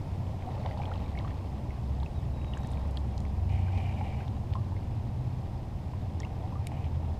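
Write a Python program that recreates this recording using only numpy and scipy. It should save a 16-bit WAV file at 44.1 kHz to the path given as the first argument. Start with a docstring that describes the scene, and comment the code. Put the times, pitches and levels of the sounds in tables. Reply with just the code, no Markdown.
"""Calm pond: a kayak is paddled slowly, heard by a small body-worn camera.
Far road: shaped noise, engine notes as wavering sines; a bird whistles; the camera whines in thin noise bands.
Shaft slides: stick-slip grains through resonances. Wet gear and spray tick as band-passed noise bursts.
Blade water: single bubbles are rising, dying sines behind a splat; trickle and spray are swarms of them."""
import sys
import numpy as np
from scipy import signal
from scipy.io import wavfile
from scipy.ndimage import uniform_filter1d

SR = 44100
rng = np.random.default_rng(int(sys.argv[2]) if len(sys.argv) > 2 else 0)


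def elevation(decibels):
    """Turn decibel levels (scalar or array-like) into linear amplitude ratios."""
    levels = np.asarray(decibels, float)
    return 10 ** (levels / 20)


def transcribe(u):
    """Save the signal u as a 16-bit wav file named by the first command-line argument.

    u: samples, shape (n,) or (channels, n), limited to [-1, 1]; the rate is SR.
    q: integer samples, one column per channel.
    """
    v = np.clip(np.atleast_2d(u).T, -1, 1)
    q = np.round(v * 32767).astype(np.int16)
    wavfile.write(sys.argv[1], SR, q)


N = 317079


def evened(x):
    """Scales to an rms of 1."""
    return x / np.sqrt(np.mean(x ** 2) + 1e-20)


def curve(rows):
    """Start time, then each further column joined by straight lines at sample rate."""
    time_s, *columns = np.transpose(rows)
    t = np.arange(time_s[0], time_s[-1], 1 / SR)
    return (time_s[0], *(np.interp(t, time_s, column) for column in columns))


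def add(mix, start_s, sound):
    """Mixes a sound in at start_s, cut at the end of the mix."""
    part = mix[round(start_s * SR):][:len(sound)]
    part += sound[:len(part)]


def resonate(x, hz, width_hz):
    """Shifts hz down to zero, smooths, and shifts back: a resonance of gain 1."""
    turn = np.exp(2j * np.pi * np.cumsum(hz * np.ones(len(x))) / SR)
    r = np.exp(-np.pi * width_hz / SR)
    smooth = signal.lfilter([1 - r], [1, -r], x / turn)
    return 2 * (turn * smooth).real


def wander(size, hz):
    """Slow random drift of rms 1 up to about hz."""
    low_pass = signal.butter(2, hz / SR * 2)
    drift = signal.lfilter(*low_pass, rng.standard_normal(size + SR))
    return evened(drift[SR:])  # drops the filter's settling


def ring(hz, t60_s, rise, onset_s):
    """A dying tone, as a bubble nearing the surface: pitch climbs by twice the share rise over t60_s."""
    t = np.arange(int(t60_s * SR) + 20) / SR
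    turns = hz * (t + rise * t ** 2 / t60_s)
    return (1 - np.exp(-t / onset_s)) * elevation(-60 * t / t60_s) * np.sin(2 * np.pi * turns)


def tone(hz, level_db, flutter_db, flutter_hz, wobble):
    """A far tone: the air on its path makes level and pitch waver."""
    turns = np.cumsum(hz * (1 + wobble * wander(len(hz), flutter_hz))) / SR
    level = elevation(level_db + flutter_db * wander(len(hz), flutter_hz))
    level = level * signal.windows.tukey(len(hz), .04)
    return np.sqrt(2) * level * np.sin(2 * np.pi * (turns + rng.random()))


def bubbling(level_db, low_hz, high_hz, per_s, cycles, tilt, spread_db, clump_db):
    """A swarm of small bubbles at a median rate per_s, denser in clumps; each dies 60 dB in cycles."""
    clumps = elevation(clump_db * wander(N, 25))
    size = elevation(spread_db * np.minimum(rng.exponential(1, N), 4))
    size = size * (rng.random(N) < per_s * clumps / SR)
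    kind = rng.integers(0, 26, N)
    out = np.zeros(N)
    for k, hz in enumerate(np.geomspace(low_hz, high_hz, 26)):
        grain = ring(hz, cycles / hz, 0.11, 0.086 / hz) * (hz / low_hz) ** tilt
        out += signal.oaconvolve(size * (kind == k), grain)[:N]
    return evened(out) * elevation(level_db)


# Spectral shape of the far road noise [frequency_hz, relative_level_db]
ROAD_SHAPE = [(20, -12), (40, -15), (60, -4), (110, -4), (160, -12), (215, -13.5), (270, -18), (450, -23.5),
              (780, -20), (1050, -26.5), (1400, -39.5), (2400, -40), (5000, -47.5), (9000, -54.5),
              (14500, -62), (15300, -54)]
RUMBLE_DB, ROAR_DB = -36, -50.5  # rms in 40-300 Hz; rms in 450-1100 Hz at the start
ROAR_FADE_DB_PER_S = 0.26


def road():
    """Far noise, faintly patchy in time and pitch: a low rumble and a slowly receding tyre roar."""
    frames, hz = N // 512 + 5, np.fft.rfftfreq(2048, 1 / SR)
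    a, b, patches = rng.standard_normal((frames, 1025, 3)).T
    patches = uniform_filter1d(patches, size=16, axis=0)
    patches = evened(uniform_filter1d(patches, size=6, axis=1))
    shape_hz, shape_db = np.transpose(ROAD_SHAPE)
    smooth_db = np.interp(np.log(hz + 1), np.log(shape_hz + 1), shape_db)
    spectrum = elevation(smooth_db[:, None] + 0.35 * patches) * (a + 1j * b)
    low = 1 / (1 + (hz[:, None] / 350) ** 4)  # share of each bin that belongs to the rumble
    roar_db = ROAR_DB - ROAR_FADE_DB_PER_S * np.arange(N) / SR
    out = 0
    for share, level_db, band_hz in ((low, RUMBLE_DB, (40, 300)), (1 - low, roar_db, (450, 1100))):
        in_band = (hz > band_hz[0]) & (hz < band_hz[1])
        reference = signal.istft(spectrum * in_band[:, None], nperseg=2048, noverlap=1536)[1]
        noise = signal.istft(spectrum * share, nperseg=2048, noverlap=1536)[1][:N]
        out = out + noise / np.sqrt(np.mean(reference ** 2)) * elevation(level_db)
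    return out


# Engine notes of far vehicles: speed [steady_hz, climb_from_s, climb_hz_per_s], swell [time_s, level_db]
ENGINE_NOTES = [((67.7, 3.4, 4.0), [(0, -62), (1, -40), (2.2, -37.5), (3.4, -32), (4.2, -42.5),
                (5.3, -45.5), (6.2, -42), (7.19, -30)]), ((91.8, 3.04, 0.304), [(0, -35.5), (1.1, -41.5),
                (1.9, -50), (3, -44.5), (3.7, -28), (4.15, -43), (4.8, -34.5), (5.4, -43), (7.19, -43.5)]),
                ((123, 3.53, 1.55), [(3.3, -56), (3.6, -38), (4.1, -47.5), (4.6, -41.5), (5.4, -42.5),
                (5.9, -62)]), ((126.6, 7.19, 0), [(0, -49.5), (2.6, -46), (5, -50), (7.19, -40.5)]),
                ((212, 3.5, 2.87), [(3.0, -55), (3.6, -51.5), (4.3, -47.5), (4.9, -57)]), ((112, 7.19, 0),
                [(4.1, -51), (4.5, -41.5), (5.2, -39), (5.7, -56)])]


def engine(speed, swell):
    """A steady note that climbs once the vehicle speeds up."""
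    steady_hz, climb_from_s, climb_hz_per_s = speed
    start_s, level_db = curve(swell)
    t = start_s + np.arange(len(level_db)) / SR
    hz = steady_hz + climb_hz_per_s * np.maximum(t - climb_from_s, 0)
    return start_s, tone(hz, level_db, flutter_db=1.5, flutter_hz=2.83, wobble=0.0035)


# Faint steady whines of the camera [pitch_hz, width_hz, level_db]
CAMERA_WHINES = [(5110, 130, -78), (12647, 12, -89)]


def whines():
    """Thin resonant bands of electronic noise."""
    out = np.zeros(N)
    for hz, width_hz, level_db in CAMERA_WHINES:
        out += elevation(level_db) * evened(resonate(rng.standard_normal(N), hz, width_hz))
    return out


# Far bird whistles, level before shaping [start_s, length_s, first_hz, last_hz, level_db, bend]
# bend: under 1 the pitch falls early, over 1 late
BIRD_WHISTLES = [(2.15, .058, 3870, 3300, -68, 2.8), (2.33, .52, 3920, 3730, -67, .4)]


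def whistle(start_s, length_s, first_hz, last_hz, level_db, bend):
    """A thin falling note, softened at its start and fading towards its end."""
    u = np.arange(0, 1, 1 / (length_s * SR))
    hz = first_hz + (last_hz - first_hz) * u ** bend
    shaped_db = level_db + 1 - 13 * length_s * u ** 3 - 4 * (1 - u) ** 12
    return start_s, tone(hz, shaped_db, flutter_db=2.2, flutter_hz=30, wobble=.006)


# Resonances of the hollow shaft [pitch_hz, half_width_hz of each of two passes, gain_db]
SHAFT_MODES = [(762, 96, 11), (2080, 230, 0.5), (2370, 140, 4.5), (2870, 100, -1.5), (3140, 83, -9),
               (3300, 3100, -6)]
# Pushes of the shaft over the boat, level before the mode gains [start_s, length_s, level_db, rise_s]
SHAFT_SLIDES = [(3.486, 0.3, -62.5, 0.011), (3.699, 0.27, -57.5, 0.069), (3.955, 0.31, -61, 0.011),
                (6.575, .14, -75, .03), (6.701, 0.21, -66, 0.026)]
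SLIDE_RELEASE_S, SLIDE_FADE_DB = 0.041, -3.5  # fade: over the whole push


def slide(start_s, length_s, level_db, rise_s):
    """Uneven stick-slip grains excite the hollow shaft; each push builds and slackens."""
    t = np.arange(0, length_s, 1 / SR)
    grip = elevation(1.5 * wander(len(t), 30))
    slips = grip * rng.standard_normal((len(SHAFT_MODES), len(t)))
    slips = slips * (rng.random(len(t)) < 6000 / SR)  # 6000 grains/s on average
    creep = 1 + 0.011 * wander(len(t), 12)  # the contact point moves, so the resonances drift
    body = np.zeros(len(t))
    for grains, (hz, half_width_hz, gain_db) in zip(slips, SHAFT_MODES):
        once = resonate(grains, hz * creep, 2 * half_width_hz)
        body += elevation(gain_db) * evened(resonate(once, hz * creep, 2 * half_width_hz))
    edges = np.clip(np.minimum(t / rise_s, (length_s - t) / SLIDE_RELEASE_S), 0, 1)
    return start_s, elevation(level_db + SLIDE_FADE_DB * t / length_s) * body * edges


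# Sharp ticks of spray, wet cloth and gear [start_s, peak_db, center_hz, width_hz]
WET_TICKS = [(0.423, -40, 2330, 2500), (0.6607, -32.5, 2500, 2800), (2.97, -49, 9000, 4000),
             (1.188, -34, 3460, 1960), (2.0, -46, 3520, 1000), (2.031, -44, 3760, 900),
             (2.445, -41.5, 1900, 1800), (2.5348, -35, 3040, 700), (2.575, -44.5, 7300, 3000),
             (2.671, -41.5, 8450, 6000), (2.716, -47, 8360, 1500), (2.9093, -46, 7800, 6000),
             (2.971, -32, 3570, 1100), (3.178, -38, 4840, 3000), (3.203, -40.5, 4970, 6000),
             (3.493, -47, 3000, 3000), (3.776, -44, 3500, 3000), (4.279, -44, 3000, 3000),
             (4.527, -44, 2810, 2000), (4.5357, -34.5, 2800, 2540), (4.5537, -43, 3000, 4000),
             (6.201, -34, 5760, 3500), (6.6694, -27.5, 6150, 8000), (6.8425, -42, 2491, 2000)]


def tick(center_hz, width_hz):
    """A snap inside a crackle a few milliseconds long, band-passed, peak 1."""
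    t = np.arange(500) / SR
    burst = rng.standard_normal(500) * t / 0.00095 * np.exp(-t / 0.001)
    burst[40] = 3.3  # the snap itself
    edges_hz = np.clip([center_hz - width_hz / 2, center_hz + width_hz / 2], 300, 15000)
    burst = signal.sosfilt(signal.butter(3, edges_hz, "band", fs=SR, output="sos"), burst)
    return burst / abs(burst).max()


# Fine spray crackling off a lifted blade [time_s, level_db]
BLADE_SPRAY = [(2.5, -95), (2.62, -74), (2.8, -75), (3.25, -80)]


def spray():
    """Sparse tiny droplets bursting, far up in the treble."""
    time_s, spray_db = np.transpose(BLADE_SPRAY)
    level_db = np.interp(np.arange(N) / SR, time_s, spray_db, right=spray_db[0])
    return bubbling(level_db, 4500, 11000, per_s=70, cycles=16, tilt=0, spread_db=2.5, clump_db=3)


# Blade stirs or sheds water [full_from_s, hold_s, fine_trickle_db, deep_gurgle_db]
BLADE_STIRS = [(0.587, 0.32, -60.5, -44.5), (1.237, 0.045, -62, -57), (2.6, 0.15, -62.5, -48.5),
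               (3.8, 0.46, -65.5, -53.5), (6.233, 1, -66.5, -53)]
STIR_RISE_DB_PER_S, STIR_FALL_DB_PER_S = 38, 18
LAP_FINE_DB, LAP_DEEP_DB = -68, -68  # water always lapping at the hull
DRIPS_PER_S, DRIP_DB = 160, -2  # stray small drops; level relative to the fine trickle


def trickle():
    """Fine bubbles at the blade edge, a deeper swirl behind it and stray drops, over hull lapping."""
    full_from_s, hold_s, fine_db, deep_db = np.transpose(BLADE_STIRS)[:, :, None]
    t = np.arange(N) / SR
    away_db = STIR_RISE_DB_PER_S * np.maximum(full_from_s - t, 0)
    away_db = away_db + STIR_FALL_DB_PER_S * np.maximum(t - full_from_s - hold_s, 0)
    fine_db = np.maximum((fine_db - away_db).max(0), LAP_FINE_DB)
    deep_db = np.maximum((deep_db - away_db).max(0), LAP_DEEP_DB)
    fine = bubbling(fine_db, 1476, 5100, per_s=1300, cycles=10.5, tilt=-0.39, spread_db=2.5, clump_db=4.0)
    deep = bubbling(deep_db, 430, 1018, per_s=600, cycles=30, tilt=1.0, spread_db=3, clump_db=3.5)
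    drips = bubbling(fine_db + DRIP_DB, 1500, 4580, per_s=DRIPS_PER_S, cycles=34, tilt=-0.26,
                     spread_db=2.0, clump_db=4.5)
    return fine + deep + drips


# Bubbles ringing where a drop lands or a blade traps air, level before the shake
# [start_s, level_db, first_hz, ring_cycles to -60 dB]
RINGING_BUBBLES = [(0.47, -34, 713, 90), (0.66, -25.5, 754, 18), (0.7113, -37.5, 2000, 37),
                   (0.799, -33, 780, 34), (.818, -37.5, 2250, 39), (.835, -42, 2400, 72),
                   (.855, -38, 3300, 48), (0.938, -40, 3130, 41), (.958, -42, 2760, 30),
                   (1.06, -44, 2240, 71), (1.175, -40, 2170, 140), (1.195, -34, 574, 32),
                   (1.199, -39, 1900, 25), (1.247, -34, 1070, 39), (1.276, -37, 1220, 24),
                   (1.308, -43, 1720, 39), (1.706, -41, 2140, 40), (2.029, -30, 863, 20),
                   (2.061, -36.5, 2540, 35), (2.4154, -45, 2640, 40), (2.537, -43, 1850, 30),
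                   (2.5714, -36.5, 1580, 35), (2.646, -41, 1750, 43), (2.7344, -43, 3400, 33),
                   (2.773, -42, 2280, 36), (2.974, -42, 1680, 30), (3.252, -37.5, 2220, 18),
                   (3.682, -44, 1500, 70), (4.01, -31.5, 804, 74), (4.2057, -41, 1530, 50),
                   (4.553, -30.5, 1007, 96), (4.721, -40.5, 912, 140), (4.765, -45.5, 2060, 76),
                   (5.935, -33.5, 925, 29), (6.204, -39.5, 1780, 37), (6.22, -44, 3230, 43),
                   (6.232, -37, 2080, 88), (6.249, -34, 2670, 30), (6.306, -41.5, 767, 68),
                   (6.44, -38.5, 718, 100), (6.523, -37.5, 980, 90), (6.555, -39, 1125, 68),
                   (6.67, -34.5, 2260, 39), (6.718, -36, 796, 47)]
# Air pinched off at the surface, pitch shoots up [start_s, level_db, first_hz, ring_cycles to -60 dB]
SURFACE_PLOPS = [(0.915, -36, 1200, 46), (1.1513, -44, 1770, 55), (6.718, -45, 1820, 50),
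                 (6.858, -48, 2060, 50)]
BUBBLE_RISE_AT_1KHZ, PLOP_RISE = 0.143, 0.9  # half the pitch climb as a share; bubbles: inverse to pitch
ONSET_CYCLES = 0.48
SPLAT_DB, SPLAT_PITCH, SPLAT_WIDTH = -13, 1.5, 2  # relative to the bubble's level and pitch
SHAKE_DB, SHAKE_PITCH = 2.5, .018


def bubble(level_db, first_hz, cycles, rise):
    """A wet splat, then the trapped air rings, shaken in level and pitch by the churning water."""
    out = np.zeros(int(cycles / first_hz * SR) + 520)
    add(out, 0, ring(first_hz, cycles / first_hz, rise, ONSET_CYCLES / first_hz))
    warp = np.cumsum(1 + SHAKE_PITCH * wander(len(out), first_hz / 8))
    shake_db = SHAKE_DB * np.tanh(wander(len(out), first_hz / 8))
    out = np.interp(warp, np.arange(len(out)), out) * elevation(shake_db)
    add(out, 0, elevation(SPLAT_DB) * tick(SPLAT_PITCH * first_hz, SPLAT_WIDTH * first_hz))
    return elevation(level_db) * out


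def echo_of(near):
    """Short echo from deck and water: sparse random reflections dying 60 dB in 25 ms."""
    t = np.arange(1500) / SR
    echo = rng.choice([-1., 1.], 1500) * (rng.random(1500) < .15) * elevation(-60 * t / .025)
    echo *= elevation(-13) / np.linalg.norm(echo)
    return signal.oaconvolve(near, echo)[:N]


def scene():
    """Everything at the microphone; only near sounds get the echo."""
    far, near = road() + whines(), trickle() + spray()
    for row in ENGINE_NOTES:
        add(far, *engine(*row))
    for row in BIRD_WHISTLES:
        add(far, *whistle(*row))
    for row in SHAFT_SLIDES:
        add(near, *slide(*row))
    for start_s, peak_db, center_hz, width_hz in WET_TICKS:
        add(near, start_s, elevation(peak_db) * tick(center_hz, width_hz))
    for start_s, level_db, first_hz, cycles in RINGING_BUBBLES:
        add(near, start_s, bubble(level_db, first_hz, cycles, BUBBLE_RISE_AT_1KHZ * 1000 / first_hz))
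    for start_s, level_db, first_hz, cycles in SURFACE_PLOPS:
        add(near, start_s, bubble(level_db, first_hz, cycles, PLOP_RISE))
    return (far + near + echo_of(near))[None]


def band_limit(x):
    """A steep low-pass at the top of the band."""
    return signal.sosfilt(signal.butter(12, 15810, fs=SR, output="sos"), x)


def record(dry):
    """The camera's band limit: a linear-phase low-pass at 15350 Hz."""
    low_pass = signal.firwin(511, 15350, window=("kaiser", 9), fs=SR)
    limited = signal.oaconvolve(dry, low_pass[None], "same")
    return band_limit(limited)


dry = scene()
out = record(dry)
transcribe(out)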